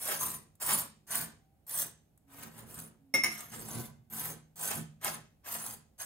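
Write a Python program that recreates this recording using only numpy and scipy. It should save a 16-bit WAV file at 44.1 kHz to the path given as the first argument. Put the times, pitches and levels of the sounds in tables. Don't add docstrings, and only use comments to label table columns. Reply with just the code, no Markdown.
import sys
import numpy as np
from scipy import signal
from scipy.fft import rfft, irfft, next_fast_len
from scipy.io import wavfile
from scipy.ndimage import uniform_filter1d

SR = 44100
rng = np.random.default_rng(int(sys.argv[2]) if len(sys.argv) > 2 else 0)


def wrap_up_sound(samples):
    columns = np.atleast_2d(samples).T
    tamed = np.clip(columns, -1, 1)
    steps = np.round(tamed * 32767).astype(np.int16)
    wavfile.write(sys.argv[1], SR, steps)


N = 266805


# touch-down t/s, bearing down/s, easing off/s, swell/dB, crackle/dB, rasp/dB, push/dB
STROKES = [(-0.019, .118, .083, 12, -32.5, -41.5, -55), (0.188, .023, .134, 7, -34, -47, -51),
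           (0.6, .123, .085, 7, -30, -40.5, -52), (1.068, .083, .074, 14.5, -31, -39, -48.5),
           (1.666, .131, .042, 13.5, -31.5, -46, -54.5), (2.27, .158, .048, 19, -50.5, -52.5, -52.5),
           (2.51, .087, .043, 13, -53.5, -55.5, -54), (2.66, .14, .06, 8, -49, -59, -55),
           (3.27, .144, .046, 3, -49, -53, -60), (3.485, .053, .13, 11, -46, -53.5, -49),
           (3.65, .105, .098, 8, -43, -50.5, -50), (4.1, .156, .06, 9, -37, -47.5, -48.5),
           (4.557, .107, .121, 11, -36, -44, -51), (5.013, .035, .093, 11, -37, -43.5, -50),
           (5.443, .082, .074, 10, -38.5, -46, -55.5), (5.58, .087, .074, 11, -41, -52.5, -57),
           (5.98, .019, .031, 10, -38.5, -44.5, -64)]

def spreading():
    catching = wobble(rate=90)
    bright, hollow = crumb_crackle(catching), toast_rasp(catching)
    drumming = rubbed_plate(low_hz=25, high_hz=2500)
    sound = leaning() + digging(hollow)
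    push_lag_s = 0.05
    for start, bear_s, ease_s, swell_db, crackle_db, rasp_db, push_db in STROKES:
        first = round(start * SR)
        now = np.arange(max(first, 0), min(first + 3 * SR // 5, N))
        t = now / SR - start
        crackle = amp(crackle_db) * stroke_gain(t, bear_s, ease_s, swell_db, fade_db_per_s=400)
        rasp = amp(rasp_db) * stroke_gain(t, bear_s, ease_s, swell_db, fade_db_per_s=240)
        push = amp(push_db) * stroke_gain(t, bear_s + push_lag_s, ease_s, swell_db, fade_db_per_s=175)
        add(sound, start, scattered(crackle * bright[now], t60=0.016, direct=2.6))
        add(sound, start, scattered(rasp * hollow[now], t60=0.059, direct=1.5))
        add(sound, start, push * drumming[:, now])
    return sound


def stroke_gain(t, bear_s, ease_s, swell_db, fade_db_per_s, settle_s=0.033, touch_db=-13, eased_db=-6.5):
    landing_db = np.interp(t, [0, settle_s], [touch_db, 0])
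    pressure_db = np.interp(t, [0, bear_s, bear_s + ease_s], [-swell_db, 0, eased_db])
    lifted_s = np.maximum(t - bear_s - ease_s, 0)
    return amp(landing_db + pressure_db - fade_db_per_s * lifted_s)


# f/Hz, level/dB
CRUMB_COLOUR = [(1500, -37), (3500, -9.5), (5500, -14), (7000, 0), (9000, -1.5), (12000, -1), (16000, -2)]

def crumb_crackle(catching):
    crumbs = flickering(tiny_clicks(rate=3500, spread_db=5), depth_db=3) * amp(2.2 * catching)
    return unit(amp(-6.5) * unit(coloured(crumbs, CRUMB_COLOUR)) + blade_ring(crumbs))


# f/Hz, width/Hz, level before fresh butter/dB, level after/dB
BLADE_TONES = [(4760, 60, -17, -17), (6430, 64, -7, -1), (7530, 90, -38, -16), (8290, 56, 1.5, 2.5),
               (8985, 56, -0.5, -3.5), (9650, 91, -5, -2.5), (10416, 90, 2.5, -7), (10730, 200, -9, 1),
               (11500, 100, -12.5, -8), (11990, 150, -2.5, -9), (12870, 210, -2.5, 0),
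               (14550, 140, -1.5, -5.5), (14960, 140, -9, -11), (15500, 230, -13, -12.5)]

def blade_ring(crumbs, wander_db=5, wander_rate=22, fresh_butter_s=3.2):
    buttered = np.arange(N) / SR > fresh_butter_s
    ring, power = np.zeros(N), np.zeros(N)
    for hz, width, before_db, after_db in BLADE_TONES:
        share = amp(np.where(buttered, after_db, before_db) + wander_db * wobble(wander_rate))
        ring += share * resonate(crumbs, [(hz, width, 0)])
        power += share ** 2 * width
    return unit(ring / np.sqrt(power))


# f/Hz, level/dB
TOAST_COLOUR = [(150, -25.5), (330, -10), (550, -4.5), (720, 3), (1100, 1.5), (1700, -2), (2400, -5.7),
                (4000, -9), (6000, -10), (9000, -8.5), (16000, -37.5)]
# f/Hz, width/Hz, level/dB
PLATE_TONES = [(567.2, 13, -1), (704, 26, 2), (841, 40, -7), (1009, 20, 2.5), (1126, 38, 0.5),
               (1268, 31, -3), (1514, 78, -3), (1770, 24, -3)]

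def toast_rasp(catching):
    grit = flickering(tiny_clicks(rate=4000, spread_db=3), depth_db=2) * amp(1.2 * catching)
    return unit(unit(coloured(grit, TOAST_COLOUR)) + amp(-6) * unit(resonate(grit, PLATE_TONES)))


# t/s, half length/s, level/dB
DIGS = [(0.12, .032, -37.5), (0.625, .015, -46), (0.712, .028, -36), (2.787, .012, -56), (3.54, .015, -53),
        (4.724, .015, -41), (5.066, .028, -38), (5.468, .018, -50)]

def digging(rasp):
    return scattered(surges(DIGS) * rasp, t60=0.05, direct=1.5)


# t/s, level/dB
FLAKES = [(0.0158, -31), (0.2135, -28), (0.2236, -24), (0.5535, -50), (0.625, -22), (0.8061, -27),
          (1.1486, -25), (1.6668, -45), (1.71, -27), (2.176, -50), (2.3362, -42), (2.7895, -28),
          (2.8004, -29), (3.406, -26), (4.1653, -29), (4.558, -43), (4.594, -28), (4.6135, -25),
          (4.6537, -19), (5.046, -15), (5.5263, -22), (5.6634, -25)]

def flake_snaps():
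    t, bursts = np.arange(SR // 30) / SR, np.zeros(N)
    for start, db in FLAKES:
        add(bursts, start, amp(db - 60 * t / 0.025) * rng.standard_normal(len(t)))
    click = amp(-7) * coloured(bursts, CRUMB_COLOUR)
    ring = amp(-9.5) * resonate(bursts, [tone[:3] for tone in BLADE_TONES])
    crunch = amp(-15.5) * coloured(bursts, TOAST_COLOUR)
    return scattered(click + ring + crunch, t60=0.02, direct=4.1)


# f/Hz, width/Hz, level/dB
COUNTER_TONES = [(65, 10, -14), (90, 11, -10), (120, 15, -0.5), (155.5, 9.3, 6), (218, 9, 6.5),
                 (283.2, 15, -11.5), (337.6, 17, -8), (415, 40, -13)]

def rubbed_plate(low_hz, high_hz):
    slips = np.array([tiny_clicks(rate=900, spread_db=2) for _ in range(2)])
    band = signal.butter(2, [low_hz, high_hz], "bandpass", fs=SR, output="sos")
    ring = signal.sosfilt(band, resonate(slips, COUNTER_TONES))
    power = np.abs(uniform_filter1d(ring ** 2, size=2500, axis=1))
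    return ring / np.sqrt(power + 1e-12)


# t/s, half length/s, level/dB
LEANS = [(0.758, .045, -45), (2.785, .018, -50), (3.785, .045, -39.5), (4.145, .03, -53),
         (4.795, .045, -41)]

def leaning():
    return surges(LEANS) * rubbed_plate(low_hz=100, high_hz=300)


# t/s, ring/dB, crack/dB, brightness/(dB per octave), free ringing/s,
# jolt of the counter over the crack/dB
BOWL_HITS = [(3.1393, -17.5, -24.5, -1, 0.066, 2), (3.2355, -19, -25.5, 0.5, 0.0042, 6),
             (3.2425, -19, -30.5, 0, 0.0055, 9)]
# f/Hz, level/dB, time to fade by 60 dB/s
BOWL_TONES = [(1314, -26, .14), (2078, -16, .1), (2144, 0, .16), (2820, -30, .2), (3779, -26, .12),
              (5390, -10.5, .17), (5560, -14, .14), (5776, -22, .13), (9560, -17, .08), (9659, -9, .13),
              (12250, -26, .08), (14310, -20, .1), (14665, -17, .11)]
# f/Hz, side over mid/dB
BOWL_SPREAD = [(2100, -12), (5500, 1), (9600, -6)]
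# f/Hz, level/dB
CRACK_COLOUR = [(60, -24.5), (180, 6.5), (500, 7), (1000, 3), (1400, 3.5), (3000, 0), (4400, -9),
                (6200, 5.5), (8000, -10), (16000, -8.5)]

def bowl_clinks(build_cycles=5, damped_t60=0.012):
    t = np.arange(SR // 2) / SR
    ring, cracks, jolts = np.zeros((2, N)), np.zeros(N), np.zeros(N)
    hz, level_db, t60 = np.transpose(BOWL_TONES)[:, :, None]
    sideways = amp(along(BOWL_SPREAD, hz))
    build_up = 1 - np.exp(-t * hz / build_cycles)
    for start, ring_db, crack_db, bright_db, free_s, jolt_db in BOWL_HITS:
        decay_db = 60 * t / t60 + 60 * np.maximum(t - free_s, 0) / damped_t60
        tilt_db = bright_db * np.log2(hz / hz[2])
        strength = amp(ring_db + level_db + tilt_db - decay_db) * build_up
        phase = 2 * np.pi * (hz * t + rng.random((len(BOWL_TONES), 1)))
        waves = np.array([np.sin(phase), -sideways * np.cos(phase)])
        add(ring, start, np.sum(strength * waves, axis=1))
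        crack = amp(crack_db - 60 * t / 0.06) * rng.standard_normal(len(t))
        add(cracks, start, crack)
        add(jolts, start, amp(jolt_db) * crack)
    knock = amp([[0], [-8]]) * resonate(jolts, COUNTER_TONES)
    return knock + ring + scattered(coloured(cracks, CRACK_COLOUR), t60=0.15, direct=0.38)


def scattered(x, t60, direct):
    t = np.arange(SR // 10) / SR
    bounces = rng.standard_normal((2, len(t))) * amp(-60 * t / t60)
    bounces /= np.linalg.norm(bounces, axis=1, keepdims=True)
    bounces[0, 0] += direct
    bounces[0] /= np.linalg.norm(bounces[0])
    return signal.fftconvolve(x[None], bounces, axes=1)[:, :N]


# f/Hz, time to fade by 60 dB/s
ECHO_TIMES = [(100, 1), (400, 0.13), (1000, 0.3085), (2800, 0.41), (7000, 0.35), (15000, 0.1)]

def kitchen_echo(x, delay_s=0.007):
    hz, t, noise = signal.stft(rng.standard_normal((2, SR // 2)), SR, nperseg=256)
    fade = amp(-60 * t / along(ECHO_TIMES, hz)[:, None])
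    tail = signal.istft(noise * fade, SR, nperseg=256)[1]
    late = np.pad(x, (int(delay_s * SR), 0))
    return signal.fftconvolve(late[None], tail / np.linalg.norm(tail[0]), axes=1)[:, :N]


# f/Hz, level/dB
HOUSE_COLOUR = [(25, -19), (60, 2.5), (110, 0), (280, -9), (400, -15), (560, -16), (760, -15), (1000, -27),
                (2000, -31.5), (5000, -37.5), (10000, -33), (16000, -32)]
# start t/s, end t/s, f/Hz, level/dB
HUMS = [(1.305, 1.68, 770, -77), (2.233, 2.497, 275, -59), (2.98, 3.2, 272, -62)]

def house_noise():
    t = np.arange(N) / SR
    air = amp(-70.5) * unit(coloured(rng.standard_normal((2, N)), HOUSE_COLOUR))
    for start, end, hz, db in HUMS:
        swell = np.sin(np.pi * np.clip((t - start) / (end - start), 0, 1))
        wavering_hz = hz * (1 + 0.015 * wobble(rate=60))
        air[0] += amp(db) * swell * np.sin(2 * np.pi * np.cumsum(wavering_hz) / SR)
    return air


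# f/Hz, side over mid/dB
STEREO_WIDTH = [(60, -7), (170, -14), (300, -5.5), (500, -3), (1200, -1), (3500, -1), (5600, -1),
                (7200, -10), (16000, -8)]
# f/Hz, left minus right/dB
BALANCE = [(60, -3), (260, -3), (500, 0), (1200, 1), (2000, 0), (3500, -1), (5400, -4.5), (6600, -0.5)]
# f/Hz, lead/s
LEFT_LEAD = [(3000, 0.00007), (5500, 0.00008), (7000, 0)]

def left_and_right(mid, side):
    side = filtered(side, lambda hz: amp(along(STEREO_WIDTH, hz)))
    half = np.array([[.5], [-.5]])

    def placement(hz):
        return amp(half * along(BALANCE, hz)) * np.exp(2j * np.pi * half * hz * along(LEFT_LEAD, hz))
    return filtered(np.array([mid + side, mid - side]), placement)


def tiny_clicks(rate, spread_db):
    size = amp(spread_db * np.clip(rng.standard_normal(N), -2, 2))
    happens = rng.random(N) < rate / SR
    return unit(happens * size * np.sign(rng.standard_normal(N)))


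def flickering(x, depth_db):
    spectra = signal.stft(x, nperseg=256)[2]
    patches = uniform_filter1d(rng.standard_normal(spectra.shape), size=4, axis=0)
    patches = uniform_filter1d(patches, size=5, axis=1)
    return unit(signal.istft(spectra * amp(depth_db * unit(patches)), nperseg=256)[1][:N])


def surges(rows):
    t, gain = np.arange(-SR // 8, SR // 8) / SR, np.zeros(N + SR)
    for peak_s, half_s, db in rows:
        add(gain, peak_s, amp(db) * np.exp(-(t / half_s) ** 2))
    return gain[len(t) // 2:][:N]


def resonate(x, tones):
    drive = x + 1e-15
    return sum(amp(db) * signal.lfilter(*signal.iirpeak(hz, hz / width, SR), drive)
               for hz, width, db in tones)


def coloured(x, points, size=4096):
    cepstrum = irfft(np.log(amp(along(points, np.fft.rfftfreq(size, 1 / SR)))))
    cepstrum[1:size // 2] *= 2
    cepstrum[size // 2 + 1:] = 0
    response = irfft(np.exp(rfft(cepstrum)))
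    return signal.oaconvolve(x, np.broadcast_to(response, x.shape[:-1] + (size,)), axes=-1)[..., :N]


def filtered(x, response):
    size = 2 * next_fast_len(N // 2 + SR // 4)
    return irfft(rfft(x, size) * response(np.fft.rfftfreq(size, 1 / SR)), size)[..., :N]


def wobble(rate):
    knots = rng.standard_normal(int(N * rate / SR) + 2)
    return np.interp(np.arange(N) * rate / SR, np.arange(len(knots)), knots)


def along(points, hz):
    point_hz, values = np.transpose(points)
    return np.interp(np.log(hz + 1), np.log(point_hz + 1), values)


def add(track, start, sound):
    part = track[..., max(round(start * SR), 0):][..., :sound.shape[-1]]
    part += sound[..., :part.shape[-1]]


def amp(db):
    return 10 ** (np.asarray(db) / 20)


def unit(x):
    return x / np.sqrt(np.mean(x ** 2) + 1e-20)


def scene():
    toast, bowl = spreading() + flake_snaps(), bowl_clinks()
    echo = amp(-11) * kitchen_echo(toast[0]) + amp(-6.5) * kitchen_echo(bowl[0])
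    mid, side = toast + bowl + echo + house_noise()
    return left_and_right(mid, side)


def record(dry):
    top_hz = 15700
    return filtered(dry, lambda hz: 1 / np.sqrt(1 + (hz / top_hz) ** 200))


dry = scene()
out = record(dry)
wrap_up_sound(out)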